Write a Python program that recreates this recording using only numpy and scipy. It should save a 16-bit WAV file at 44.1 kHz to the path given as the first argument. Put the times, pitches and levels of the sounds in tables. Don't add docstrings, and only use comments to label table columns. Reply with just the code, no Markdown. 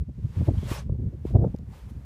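import sys
import numpy as np
from scipy import signal
from scipy.fft import rfft, irfft
from scipy.io import wavfile
from scipy.ndimage import uniform_filter1d

SR = 44100
rng = np.random.default_rng(int(sys.argv[2]) if len(sys.argv) > 2 else 0)


def transcribe(u):
    v = np.clip(np.atleast_2d(u).T, -1, 1)
    q = np.round(v * 32767).astype(np.int16)
    wavfile.write(sys.argv[1], SR, q)


N = 90404
T = np.arange(N) / SR


def from_db(db):
    return 10 ** (np.asarray(db) / 20)


def unit_rms(x):
    return x / np.sqrt(np.mean(x ** 2) + 1e-20)


def envelope(points):
    return from_db(np.interp(T, *np.transpose(points)))


def noise(spectrum):
    freq_hz, density_db = np.transpose(spectrum)
    bins_hz = np.maximum(np.fft.rfftfreq(N, 1 / SR), 1)
    gain = from_db(np.interp(np.log(bins_hz), np.log(freq_hz), density_db)) * (bins_hz > 10)
    return unit_rms(irfft(rfft(rng.standard_normal(N)) * gain, N))


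def butter(x, edge_hz, kind, order):
    return signal.sosfilt(signal.butter(order, edge_hz, kind, fs=SR, output="sos"), x)


def zero_phase_lowpass(x, edge_hz, order):
    return signal.sosfiltfilt(signal.butter(order, edge_hz, fs=SR, output="sos"), x)


def steady(x, window_s=0.018):
    size = int(window_s * SR)
    power = np.abs(signal.hilbert(x)) ** 2
    smoothed = uniform_filter1d(uniform_filter1d(power, size), size)
    return unit_rms(x / np.sqrt(smoothed + 1e-9))


def swell(peak_s, rise_s, fall_s):
    flank_s = np.where(T < peak_s, rise_s, fall_s)
    return 1 / np.cosh(np.clip((T - peak_s) / flank_s, -30, 30))


def bell(peak_s, sigma_s):
    return np.exp(-.5 * ((T - peak_s) / sigma_s) ** 2)


# time_s, level_db
GRASS_LEVEL = [(.1, -74.5), (.95, -66.5), (1.2, -63), (1.5, -60.5), (1.63, -64.5), (1.86, -61.5),
               (1.97, -60)]
# freq_hz, density_db
GRASS_SPECTRUM = [(100, 8), (500, 4.5), (1000, -2.5), (2000, -8), (4000, -15.5), (8000, -19.5),
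                  (15000, -24.5)]


def grass_hiss():
    return envelope(GRASS_LEVEL) * noise(GRASS_SPECTRUM)


# start_s, level_db
TICKS = [(1.5625, -52), (1.5866, -54.5)]
# freq_hz, density_db
TICK_SPECTRUM = [(1000, -9), (2000, -3), (3500, 1), (5500, 0), (8000, -10), (15000, -12)]


def ticks(decay_s=0.0014):
    gain = np.zeros(N)
    for start_s, level_db in TICKS:
        gain += from_db(level_db) * (T >= start_s) * np.exp(-np.abs(T - start_s) / decay_s)
    return gain * noise(TICK_SPECTRUM)


# time_s, level_db
RUMBLE_LEVEL = [(.025, -26), (.06, -50), (.135, -49), (.18, -33.5), (.29, -40), (.33, -44.5), (.39, -33),
                (.46, -37), (.54, -29.5), (.66, -34.5), (.77, -35.5), (.85, -36), (.92, -26.5), (.97, -36),
                (1.06, -28.5), (1.11, -39), (1.17, -40), (1.29, -30), (1.46, -27.5), (1.51, -37.5),
                (1.6, -40.5), (1.71, -39), (1.75, -48.5), (1.805, -45.5), (1.84, -36), (1.895, -44),
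                (1.95, -40.5), (1.99, -40)]
# freq_hz, density_db
RUMBLE_SPECTRUM = [(20, -17), (35, -12.5), (60, 10.5), (95, 0.5), (135, 1), (200, -10.5), (300, -24),
                   (450, -30), (650, -51), (1000, -61), (2000, -89.5)]


def wind_rumble(flutter_db=2, flutter_hz=21.7):
    flutter = unit_rms(butter(rng.standard_normal(N), flutter_hz, "low", order=2))
    return envelope(RUMBLE_LEVEL) * from_db(flutter_db * flutter) * steady(noise(RUMBLE_SPECTRUM))


# peak_s, thump_db, thump_sigma_s, flap_db, flap_flank_s, flap_edge_hz
EDDIES = [(0.093, -31.5, 0.015, -48.5, 0.0057, 520), (.251, -22, 0.011, -44, 0.0056, 420),
          (0.376, -19.5, 0.0065, -40.5, .007, 450), (0.415, -18, .014, -33.5, 0.0068, 500),
          (0.488, -14, 0.0058, -22, 0.0047, 650), (0.511, -23, 0.0029, -27.5, 0.0055, 350),
          (.541, -25, 0.007, -40.5, 0.0045, 374), (0.582, -22, 0.0083, -48, .008, 350),
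          (0.631, -28.5, 0.0091, -38, 0.0039, 480), (0.664, -29, 0.0062, -39, 0.0043, 300),
          (0.717, -16, 0.0019, -32.5, 0.0031, 400), (0.868, -31, 0.009, -52, .004, 295),
          (0.897, -21.5, 0.0034, -24, 0.00093, 570), (0.923, -26, 0.015, -48, 0.025, 450),
          (.953, -40, 0.0089, -40, 0.0027, 500), (.997, -24, 0.0079, -40, 0.0046, 420),
          (1.034, -25, 0.0088, -45, 0.0097, 400), (1.076, -24.5, .01, -43, 0.013, 410),
          (1.137, -36.5, 0.0054, -42.5, 0.0075, 396), (1.15, -33, 0.0056, -45.5, 0.0026, 380),
          (1.254, -29.5, 0.0061, -27, 0.0024, 480), (1.31, -32, 0.0031, -39.5, 0.0034, 600),
          (1.322, -22.5, 0.0026, -47, 0.0026, 350), (1.358, -7.5, 0.0055, -21.5, 0.006, 614),
          (1.394, -12, 0.0045, -32.5, 0.013, 550), (1.422, -31, 0.0057, -30.5, 0.0015, 707),
          (1.427, -14, 0.0048, -31, 0.0064, 545), (1.446, -21.5, 0.0022, -17.5, 0.0025, 800),
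          (1.468, -21, 0.0051, -32.5, 0.0074, 600), (1.547, -27, 0.0045, -26, 0.0021, 530),
          (1.595, -36.5, 0.0074, -53, 0.0074, 560), (1.621, -32.5, 0.0062, -55, 0.0066, 380),
          (1.686, -36, 0.011, -44.5, 0.0024, 380), (1.917, -34, 0.0061, -56, 0.0034, 297),
          (1.968, -31.5, 0.0066, -51.5, 0.006, 400)]
# freq_hz, density_db
THUMP_SPECTRUM = [(25, -30), (55, -10.5), (95, 12), (145, -0.5), (220, -8), (350, -24), (700, -78.5)]


def wind_buffets():
    thump_gain = sum(from_db(db) * bell(peak_s, sigma_s) for peak_s, db, sigma_s, *_ in EDDIES)
    thumps = thump_gain * steady(noise(THUMP_SPECTRUM))
    turbulence = butter(rng.standard_normal(N), edge_hz=167, kind="high", order=3)
    turbulence = butter(turbulence, edge_hz=363, kind="low", order=1)
    flaps = np.zeros(N)
    for peak_s, _, _, flap_db, flank_s, edge_hz in EDDIES:
        span = np.abs(T - peak_s) < .1
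        flap = steady(butter(turbulence[span], edge_hz, "low", order=4))
        flaps[span] += from_db(flap_db) * swell(peak_s, flank_s, flank_s)[span] * flap
    return thumps + zero_phase_lowpass(flaps, edge_hz=1396, order=2)


# peak_s, level_db, rise_s, fall_s, treble_db
SWISHES = [(.368, -52.5, 0.024, 0.065, -5.5), (0.469, -51.5, 0.021, 0.012, -1),
           (1.27, -56, 0.0095, 0.013, 1), (1.3, -57.5, 0.027, 0.024, 0.5),
           (1.751, -56.5, 0.031, 0.064, 0.5), (1.81, -68, 0.028, 0.1, 1.5),
           (1.903, -68, .009, 0.0066, 13.5)]
# freq_hz, density_db
SWISH_SPECTRUM = [(200, -5.5), (500, 5), (700, -7.5), (900, 1), (1350, -6), (2400, -8.5), (4200, -13.5),
                  (7000, -18), (11000, -20), (15000, -24)]


def swishes():
    air = noise(SWISH_SPECTRUM)
    body = zero_phase_lowpass(air, edge_hz=4000, order=1)
    body_power, treble_power = np.zeros((2, N))
    for peak_s, level_db, rise_s, fall_s, treble_db in SWISHES:
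        power = (from_db(level_db) * swell(peak_s, rise_s, fall_s)) ** 2
        body_power += power
        treble_power += power * from_db(treble_db) ** 2
    return body * np.sqrt(body_power) + (air - body) * np.sqrt(treble_power)


# peak_s, sigma_s, pitch_hz, glide_hz_per_s, level_db
WHISTLES = [(0.555, 0.0075, 850, -3000, -52.5), (0.583, 0.0062, 3170, 304, -57.5),
            (0.652, 0.028, 3255, 298, -59.5), (0.69, 0.01, 7960, 1006, -60),
            (0.741, 0.024, 998, -1000, -46), (0.761, 0.011, 5450, -2000, -50.5),
            (.792, 0.0083, 6100, 12000, -56), (1.28, 0.013, 884, 2999, -60.5),
            (1.738, 0.012, 930, 5000, -56)]


def feather_whistles(bandwidth_hz=370):
    out = np.zeros(N)
    for peak_s, sigma_s, pitch_hz, glide_hz_per_s, level_db in WHISTLES:
        white = rng.standard_normal(N) + 1j * rng.standard_normal(N)
        waver = butter(white, bandwidth_hz / 2, "low", order=2)
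        offset_s = T - peak_s
        phase = 2 * np.pi * (pitch_hz * offset_s + .5 * glide_hz_per_s * offset_s ** 2)
        band = unit_rms(np.real(waver * np.exp(1j * phase)))
        out += from_db(level_db) * bell(peak_s, sigma_s) * band
    return out


# time_s, level_db
DIVE_LEVEL = [(.1, -74), (.3, -63), (.52, -59), (.6, -54.5), (.66, -51), (.71, -38.5), (.745, -40.5),
              (.795, -44), (.82, -55), (.845, -66.5), (.9, -79.5)]
# freq_hz, density_db
WING_SPECTRUM = [(150, -29), (400, -1.5), (560, 5), (740, -1.5), (1000, 2), (1400, -3.5), (2000, -4),
                 (3100, -7), (4300, -10), (5800, -11.5), (9000, -15), (15000, -22)]


def bird_dive(closest_s=0.745, near_db=4, dull_db_per_s=200, dull_max_db=8):
    air = noise(WING_SPECTRUM)
    body = zero_phase_lowpass(air, edge_hz=10700, order=3)
    lift_db = near_db * bell(closest_s, sigma_s=0.026)
    dull_db = np.clip(dull_db_per_s * (T - closest_s), 0, dull_max_db)
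    treble = (air - body) * from_db(lift_db - dull_db)
    return envelope(DIVE_LEVEL) * (body + treble)


def scene():
    foreground = bird_dive() + feather_whistles() + swishes()
    return (foreground + wind_rumble() + wind_buffets() + grass_hiss() + ticks())[None]


def record(dry):
    bass_hz, top_hz = 35, 15350
    lean = butter(dry, bass_hz, "high", order=2)
    return signal.sosfilt(signal.ellip(12, .1, 80, top_hz, fs=SR, output="sos"), lean)


dry = scene()
out = record(dry)
transcribe(out)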